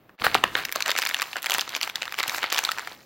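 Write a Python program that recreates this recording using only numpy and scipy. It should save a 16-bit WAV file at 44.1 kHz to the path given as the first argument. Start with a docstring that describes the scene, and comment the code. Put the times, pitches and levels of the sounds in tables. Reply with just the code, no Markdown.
"""Hands work a plastic-wrapped ball out of a foil packet, close to the microphone in a small room.
Over the room's low hush, creases start to snap, each with a crack and a brief ring of the foil beside it.
Countless tiny creases crackle in between, and fingers bump and scrape the packet. Early on, its wall pops
through with three hollow knocks. The snapping goes on, with one more knock near the end, then the crackle
fades. The room answers it all with a soft, short echo."""
import sys
import numpy as np
from scipy import signal
from scipy.fft import rfft, irfft, next_fast_len
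from scipy.io import wavfile

SR = 44100
rng = np.random.default_rng(int(sys.argv[2]) if len(sys.argv) > 2 else 0)


def wav_record(signal):
    """Record a signal, one row per channel, as 16-bit PCM in the file named by sys.argv[1]."""
    frames = np.transpose(np.atleast_2d(signal))
    bounded = np.clip(frames, -1, 1)
    # unit amplitude maps onto the largest positive 16-bit level
    quanta = np.round(bounded * 32767).astype(np.int16)
    wavfile.write(sys.argv[1], SR, quanta)


N = 134505
BUCKLE_S = 0.000098  # time a crease takes to flip
RADIATE_HZ = 298  # below this pitch the foil gives off little sound


def undb(db):
    """Turn decibels into a factor to multiply by."""
    return 10 ** (np.asarray(db) / 20)


def unit(x):
    """Scale a sound to an average (rms) level of 1."""
    return x / np.sqrt(np.mean(x ** 2) + 1e-20)


def curve(rows, column=1):
    """Loudness over time, gliding between the dB values in one column of a table."""
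    rows = np.array(rows)
    return undb(np.interp(np.arange(N) / SR, rows[:, 0], rows[:, column]))


def colour(x, points):
    """Make some pitches louder and others softer, following rows of f/Hz, level/dB."""
    size = next_fast_len(len(x) + 8192) * 2
    hz, db = np.array(points, float).T
    f = np.maximum(np.fft.rfftfreq(size, 1 / SR), 1)
    gain = undb(np.interp(np.log(f), np.log(hz), db))
    # folding the cepstrum keeps the filter from ringing before a sound starts
    cepstrum = irfft(np.log(gain))
    cepstrum[1:size // 2] *= 2
    cepstrum[size // 2 + 1:] = 0
    return irfft(rfft(x, size) * np.exp(rfft(cepstrum)))[:len(x)]


def keep_pitches(x, kind, edges_hz):
    """Let through the pitches between two edges ("band") or above one ("high")."""
    return signal.sosfilt(signal.butter(3, edges_hz, kind, fs=SR, output="sos"), x)


def add(out, start_s, x):
    """Mix a short sound in at its time."""
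    i = max(int(start_s * SR), 0)
    out[i:i + len(x)] += x[:max(len(out) - i, 0)]


def room_tone():
    """The low hush of the room; the sound drops out for an instant near the start, as at an edit."""
    # tone of the hush: f/Hz, level/dB
    tone = [(65, -10), (92, 1.5), (125, 0.5), (400, 0), (2500, -16), (9000, -37), (16000, -20)]
    # volume over time, with the dropout: t/s, level/dB
    volume = [(.15, -58), (.176, -82), (.2, -58), (3.05, -56)]
    return unit(colour(rng.standard_normal(N), tone)) * curve(volume)


def with_followers(rows):
    """Creases give way in clusters: each snap gets a weaker neighbour just before and just after it."""
    shortest_s, longest_s, pitch_spread = .002, .018, 0.31
    s, db, hz, crack_db, sizzle_db = np.repeat(rows, 2, axis=0).T
    wait, strength, pitch = rng.standard_normal((3, len(s)))
    gap_s = shortest_s * (longest_s / shortest_s) ** (.5 + .5 * np.tanh(wait))
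    start_s = s + gap_s * np.tile([1, -.5], len(rows))  # the earlier neighbour sits closer
    drop_db = np.minimum(-12, -32 - db) + 3 * strength  # about 12 dB down, more for loud snaps
    near_hz = hz * np.exp(pitch_spread * np.tanh(pitch))
    followers = np.column_stack([start_s, db + drop_db, near_hz, crack_db + drop_db, sizzle_db + drop_db])
    return np.vstack([rows, followers])


def snaps():
    """Each crease flips with a crack and a high sizzle, and rings the flat panel of foil beside it."""
    # snapping creases: t/s, ring level/dB, panel f/Hz, crack level/dB, sizzle level/dB
    creases = [(0.094, -45, 1500, -66, -71), (0.2201, -24.5, 2200, -57, -58), (0.2566, -26, 1670, -39, -37),
               (0.2665, -9.5, 1423, -36, -47), (0.345, -13.5, 2790, -28.5, -26.5),
               (0.3512, -12, 1210, -27, -30), (0.4395, -10, 1830, -29.5, -28.5),
               (0.553, -15.5, 2155, -36, -44), (0.652, -23.5, 2770, -30, -27.5),
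               (0.693, -30, 2080, -45, -49), (0.7243, -26.5, 2340, -31, -26),
               (0.7584, -22.5, 1710, -26.5, -31), (0.7596, -24, 600, -35, -50),
               (0.8063, -24, 2180, -34, -38), (0.8235, -19.5, 4220, -62, -35),
               (0.8606, -22, 1960, -31.5, -37.5), (0.8717, -29, 1630, -36, -50),
               (0.88, -22.5, 1590, -28.5, -34), (0.8935, -18.5, 1570, -35, -49),
               (0.9045, -21.5, 2700, -31, -30), (0.9158, -19.5, 3650, -51, -33),
               (0.9529, -26, 2160, -47, -54), (0.9638, -22, 2210, -35, -46),
               (0.9762, -23, 2830, -30.5, -41), (0.9807, -26, 3550, -31.5, -30),
               (0.9874, -19, 1810, -25, -25), (1.0193, -24, 4700, -51, -35), (1.026, -23, 2700, -43, -32),
               (1.0362, -24.5, 2380, -46, -47), (1.052, -27, 2240, -29, -30.5),
               (1.0635, -21, 2330, -48, -53), (1.0712, -25.5, 2500, -29.5, -32),
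               (1.0914, -26.5, 2900, -32, -29), (1.0989, -28, 1925, -44, -52),
               (1.1112, -25, 2160, -51, -56), (1.1446, -16.5, 2800, -31, -27), (1.167, -30, 2810, -47, -56),
               (1.1892, -30.5, 1660, -35.5, -57), (1.1983, -24, 2370, -58, -60),
               (1.2193, -18.5, 2510, -26.5, -27.5), (1.331, -28.5, 2530, -42, -48),
               (1.3577, -25, 1690, -54, -58), (1.3671, -24.5, 1520, -34, -42),
               (1.4288, -32.5, 4020, -37, -30.5), (1.4435, -27, 1940, -34, -45),
               (1.4601, -23, 2430, -29.5, -30), (1.4671, -22.5, 3390, -50, -41),
               (1.498, -22, 2050, -28, -30), (1.5075, -22, 3280, -35, -25.5), (1.5191, -20, 2750, -26, -30),
               (1.5396, -30, 3080, -24, -24), (1.5477, -20.5, 2660, -31, -35),
               (1.5831, -22, 1230, -30, -25), (1.5945, -20, 3280, -51, -51),
               (1.61, -23.5, 4920, -31.5, -31), (1.6147, -25, 2960, -43, -39),
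               (1.6775, -31.5, 1920, -44, -59), (1.6925, -32, 4600, -33, -38),
               (1.7502, -22, 3450, -38, -54), (1.7645, -28, 3040, -30.5, -32),
               (1.8132, -22.5, 2930, -59, -32.5), (1.8307, -19.5, 4510, -45, -35),
               (1.8754, -27, 1320, -41, -39), (1.8976, -27, 3500, -56, -38), (1.957, -23, 3380, -27.5, -33),
               (2.0207, -22.5, 2800, -35.5, -44), (2.0302, -27, 1950, -42, -46),
               (2.0547, -31, 2720, -44, -48), (2.0787, -27.5, 1840, -46, -51),
               (2.1236, -28.5, 2470, -43, -37.5), (2.142, -27.5, 2350, -41.5, -46),
               (2.188, -23, 2260, -47, -34), (2.2045, -21, 2040, -50, -47),
               (2.2303, -25, 2410, -30.5, -33.5), (2.2368, -21.5, 2080, -39, -50),
               (2.2797, -27, 3120, -29.5, -27.5), (2.2955, -22.5, 3700, -36, -35),
               (2.3466, -26, 2490, -47.5, -34), (2.3823, -25.5, 1900, -33, -43),
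               (2.4305, -21.5, 1870, -39.5, -39), (2.4413, -19, 2130, -44, -44),
               (2.5019, -30, 3140, -34, -44), (2.521, -24.5, 3600, -47, -44),
               (2.5256, -20.5, 1980, -24.5, -26), (2.5457, -24, 3570, -35, -33),
               (2.5627, -25, 3280, -44, -47), (2.5758, -22, 2780, -40, -41), (2.5819, -21, 2840, -25, -32),
               (2.5889, -17.5, 2450, -25, -24.5), (2.6384, -27, 2350, -28.5, -35),
               (2.6506, -18, 4120, -46, -32), (2.6898, -24.5, 1500, -34, -50),
               (2.717, -22.5, 2760, -28.5, -30), (2.7843, -25, 1450, -37, -40),
               (2.7942, -28, 1380, -36, -49), (2.8739, -28, 1660, -41, -43)]
    # modes, the tones a panel rings with: ratio to the panel's pitch, level/dB
    panel_modes = [(0.299, -17), (0.478, -8.5), (0.703, -1.5), (0.999, 1.5), (1.42, -1), (1.95, -3.5)]
    crack_s, tail_s, tail_db = .0005, .002, -14
    low_hz, high_hz = 600, 5900  # a panel sounds best between these pitches
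    t, out = np.arange(800) / SR, np.zeros(N)
    ratio, mode_db = np.array(panel_modes).T
    scatter = 0.13 * (mode_db < mode_db.max())  # only the strongest mode stays in tune
    flip = 1 - np.exp(-t / BUCKLE_S)
    burst = flip * (np.exp(-t / crack_s) + undb(tail_db) * np.exp(-t / tail_s))

    def at_level(x, db):
        """Set the level of the first 4 ms."""
        return x * undb(db) / np.sqrt(np.mean(x[:176] ** 2))

    for s, ring_db, hz, crack_db, sizzle_db in with_followers(creases):
        crack = keep_pitches(rng.standard_normal(len(t)) * burst, "band", edges_hz=(3700, 7650))
        sizzle = keep_pitches(rng.standard_normal(len(t)) * burst, "band", edges_hz=(9980, 20200))
        detune, weight, sign = rng.standard_normal((3, len(ratio)))
        f = (hz * ratio * np.exp(scatter * detune))[:, None]
        decay_s = 0.0012 * (2050 / f) ** 0.73  # small, high panels die away sooner
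        radiation = 1 / np.sqrt((1 + (low_hz / f) ** 2) * (1 + (f / high_hz) ** 6))
        modes = radiation * np.sin(2 * np.pi * f * t) * np.exp(-t / decay_s)
        strengths = np.sign(sign) * undb(mode_db + 2 * weight)
        ring = flip * (strengths @ modes)
        add(out, s, at_level(ring, ring_db) + at_level(crack, crack_db) + at_level(sizzle, sizzle_db))
    return keep_pitches(out, "high", RADIATE_HZ)


def room_echo(x):
    """The close walls send back many reflections that blur into a short tail."""
    # tone of the echo: f/Hz, level/dB
    tone = [(1000, -7.5), (5000, -8)]
    echo_db, fade_s, delay_s = -8.5, 0.37, 0.0033
    t = np.arange(SR // 2) / SR
    tail = rng.standard_normal(len(t)) * undb(-60 * t / fade_s) * (t > delay_s)
    return undb(echo_db) * signal.fftconvolve(x, colour(tail / np.linalg.norm(tail), tone))[:N]


def tiny_creases(centre_hz):
    """A shower of pops of unequal size, each ringing a few cycles at its own pitch."""
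    pops_per_s, spread_octaves, decay_cycles = 900, 1.68, 1.2
    count, samples = int(pops_per_s * N / SR), np.arange(256)
    when, strength, pitch_a, pitch_b, sign = rng.random((count, 5)).T[:, :, None]
    hz = np.minimum(centre_hz * 2 ** (spread_octaves * (pitch_a - pitch_b)), SR / 2 - 100)
    db = np.minimum(-4.4 * np.log(1 - strength), 17)  # many weak pops, a few strong ones
    height = np.sign(sign - .5) * undb(db) * np.sqrt(hz)
    cycles = hz * samples / SR
    pops = height * np.sin(2 * np.pi * cycles) * np.exp(-cycles / decay_cycles)
    positions = (when * N).astype(int) + samples
    return unit(np.bincount(positions.ravel(), pops.ravel(), N)[:N])


def crackle():
    """Tiny creases pop and foil rubs on foil, in a full and a bright layer that swell as fingers work."""
    # loudness of the crackle: t/s, full layer level/dB, bright layer level/dB
    loudness = [(0.17, -86, -99), (0.2, -39.5, -50), (0.32, -37, -50), (0.36, -25.5, -43), (0.41, -50, -68),
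                (0.45, -30.5, -69), (0.51, -50.5, -55), (0.59, -28.5, -41), (0.71, -57.5, -65),
                (0.76, -34, -50), (0.85, -43.5, -54), (0.89, -25.5, -40), (0.97, -49, -52),
                (0.99, -35.5, -44.5), (1.35, -45, -47.5), (1.38, -32.5, -46), (1.41, -49, -61),
                (1.54, -29.5, -37), (1.68, -47, -56.5), (1.77, -32, -40.5), (1.81, -54, -68),
                (1.83, -30.5, -35), (1.94, -53, -67), (1.97, -43, -51), (2.16, -48.5, -53),
                (2.198, -23, -29), (2.21, -40, -51), (2.36, -34, -34.5), (2.41, -42, -47), (2.44, -30, -44),
                (2.51, -40.5, -60), (2.53, -32, -38), (2.74, -40.5, -49), (2.94, -43, -51.5),
                (2.97, -59, -59)]
    # tone of each layer: f/Hz, level/dB
    full_tone = [(100, -82), (250, -1), (800, 6), (4500, 4.5), (7000, -18), (11000, -65)]
    bright_tone = [(1500, -109), (4000, 15), (6500, 11), (9500, 3), (13000, 9.5)]

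    def layer(tone, centre_hz, rub_db):
        pops = unit(colour(tiny_creases(centre_hz), tone))
        rub = unit(colour(rng.standard_normal(N), tone))
        return unit(pops + undb(rub_db) * rub)

    full = layer(full_tone, centre_hz=2034, rub_db=-10) * curve(loudness, column=1)
    bright = layer(bright_tone, centre_hz=8950, rub_db=-1) * curve(loudness, column=2)
    return full + undb(-0.5) * bright


def touches(rows, tone, attack_s):
    """Each touch makes a rubbing noise that rises quickly and dies away."""
    t, envelope = np.arange(N // 4) / SR, np.zeros(N)
    for s, db, decay_s in rows:
        add(envelope, s, undb(db) * np.minimum(t / attack_s, 1) * np.exp(-t / decay_s))
    return envelope * unit(colour(rng.standard_normal(N), tone))


def bumps():
    """The hands bump the packet with dull, low thuds."""
    # bumps: t/s, level/dB, decay/s
    hits = [(.21, -37, 0.034), (.265, -41.5, 0.14), (.351, -42, 0.037), (.44, -45, 0.18),
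            (1.546, -38, 0.011), (2.279, -39.5, 0.011)]
    # tone of a bump: f/Hz, level/dB
    tone = [(55, -8.5), (95, 1), (380, 0), (1200, -26)]
    return touches(hits, tone, attack_s=0.001)


def scrapes():
    """Fingers slide across the foil with a short rasp."""
    # finger strokes: t/s, level/dB, decay/s
    strokes = [(.239, -13.5, 0.02), (.562, -26.5, .035)]
    # tone of a scrape: f/Hz, level/dB
    tone = [(88, -54), (150, -19), (1600, 5), (3350, -7.5), (4160, -1), (6000, -21.5), (15100, -16.5)]
    return touches(strokes, tone, attack_s=0.0048)


def knocks():
    """A whole wall of the packet pops through and rings with two tones, the lower one longer."""
    # hollow knocks: t/s, low f/Hz, low level/dB, high f/Hz, high level/dB
    wall_pops = [(0.3515, 445, -14, 780, -10.5), (0.438, 1054, -8, 2870, -9),
                 (0.5541, 530, -22.5, 1860, -11), (2.6901, 1300, -8.5, 3450, -15)]
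    t, out = np.arange(SR // 40) / SR, np.zeros(N)
    flip = 1 - np.exp(-t / BUCKLE_S)
    for s, low_hz, low_db, high_hz, high_db in wall_pops:
        for hz, db in (low_hz, low_db), (high_hz, high_db):
            decay_s = 0.0026 * np.sqrt(low_hz / hz)
            add(out, s, undb(db) * flip * np.sin(2 * np.pi * hz * t) * np.exp(-t / decay_s))
    return keep_pitches(out, "high", RADIATE_HZ)


def packet_in_room():
    """The foil and the hands, with the room's hush and echo."""
    foil = snaps() + crackle() + bumps() + scrapes() + knocks()
    return room_tone() + foil + room_echo(foil)


def scene():
    """Left and right hear nearly the same; creases reach each a little differently, most in the treble."""
    # how strong the left-right difference is beside the shared sound: f/Hz, level/dB
    side_tone = [(100, -12.5), (1500, -30), (3200, -23.5), (8000, -4), (13000, -15.5)]
    mid = packet_in_room()
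    side = colour(packet_in_room(), side_tone)
    return np.array([mid + side, mid - side])


def record(dry):
    """The recorder rounds off the tallest peaks and cuts the highest pitches."""
    ceiling, top_hz = .9, 15900
    rounded = dry / (1 + (dry / ceiling) ** 4) ** (1 / 4)
    return signal.sosfilt(signal.ellip(10, .2, 70, top_hz, fs=SR, output="sos"), rounded)


dry = scene()
out = record(dry)
wav_record(out)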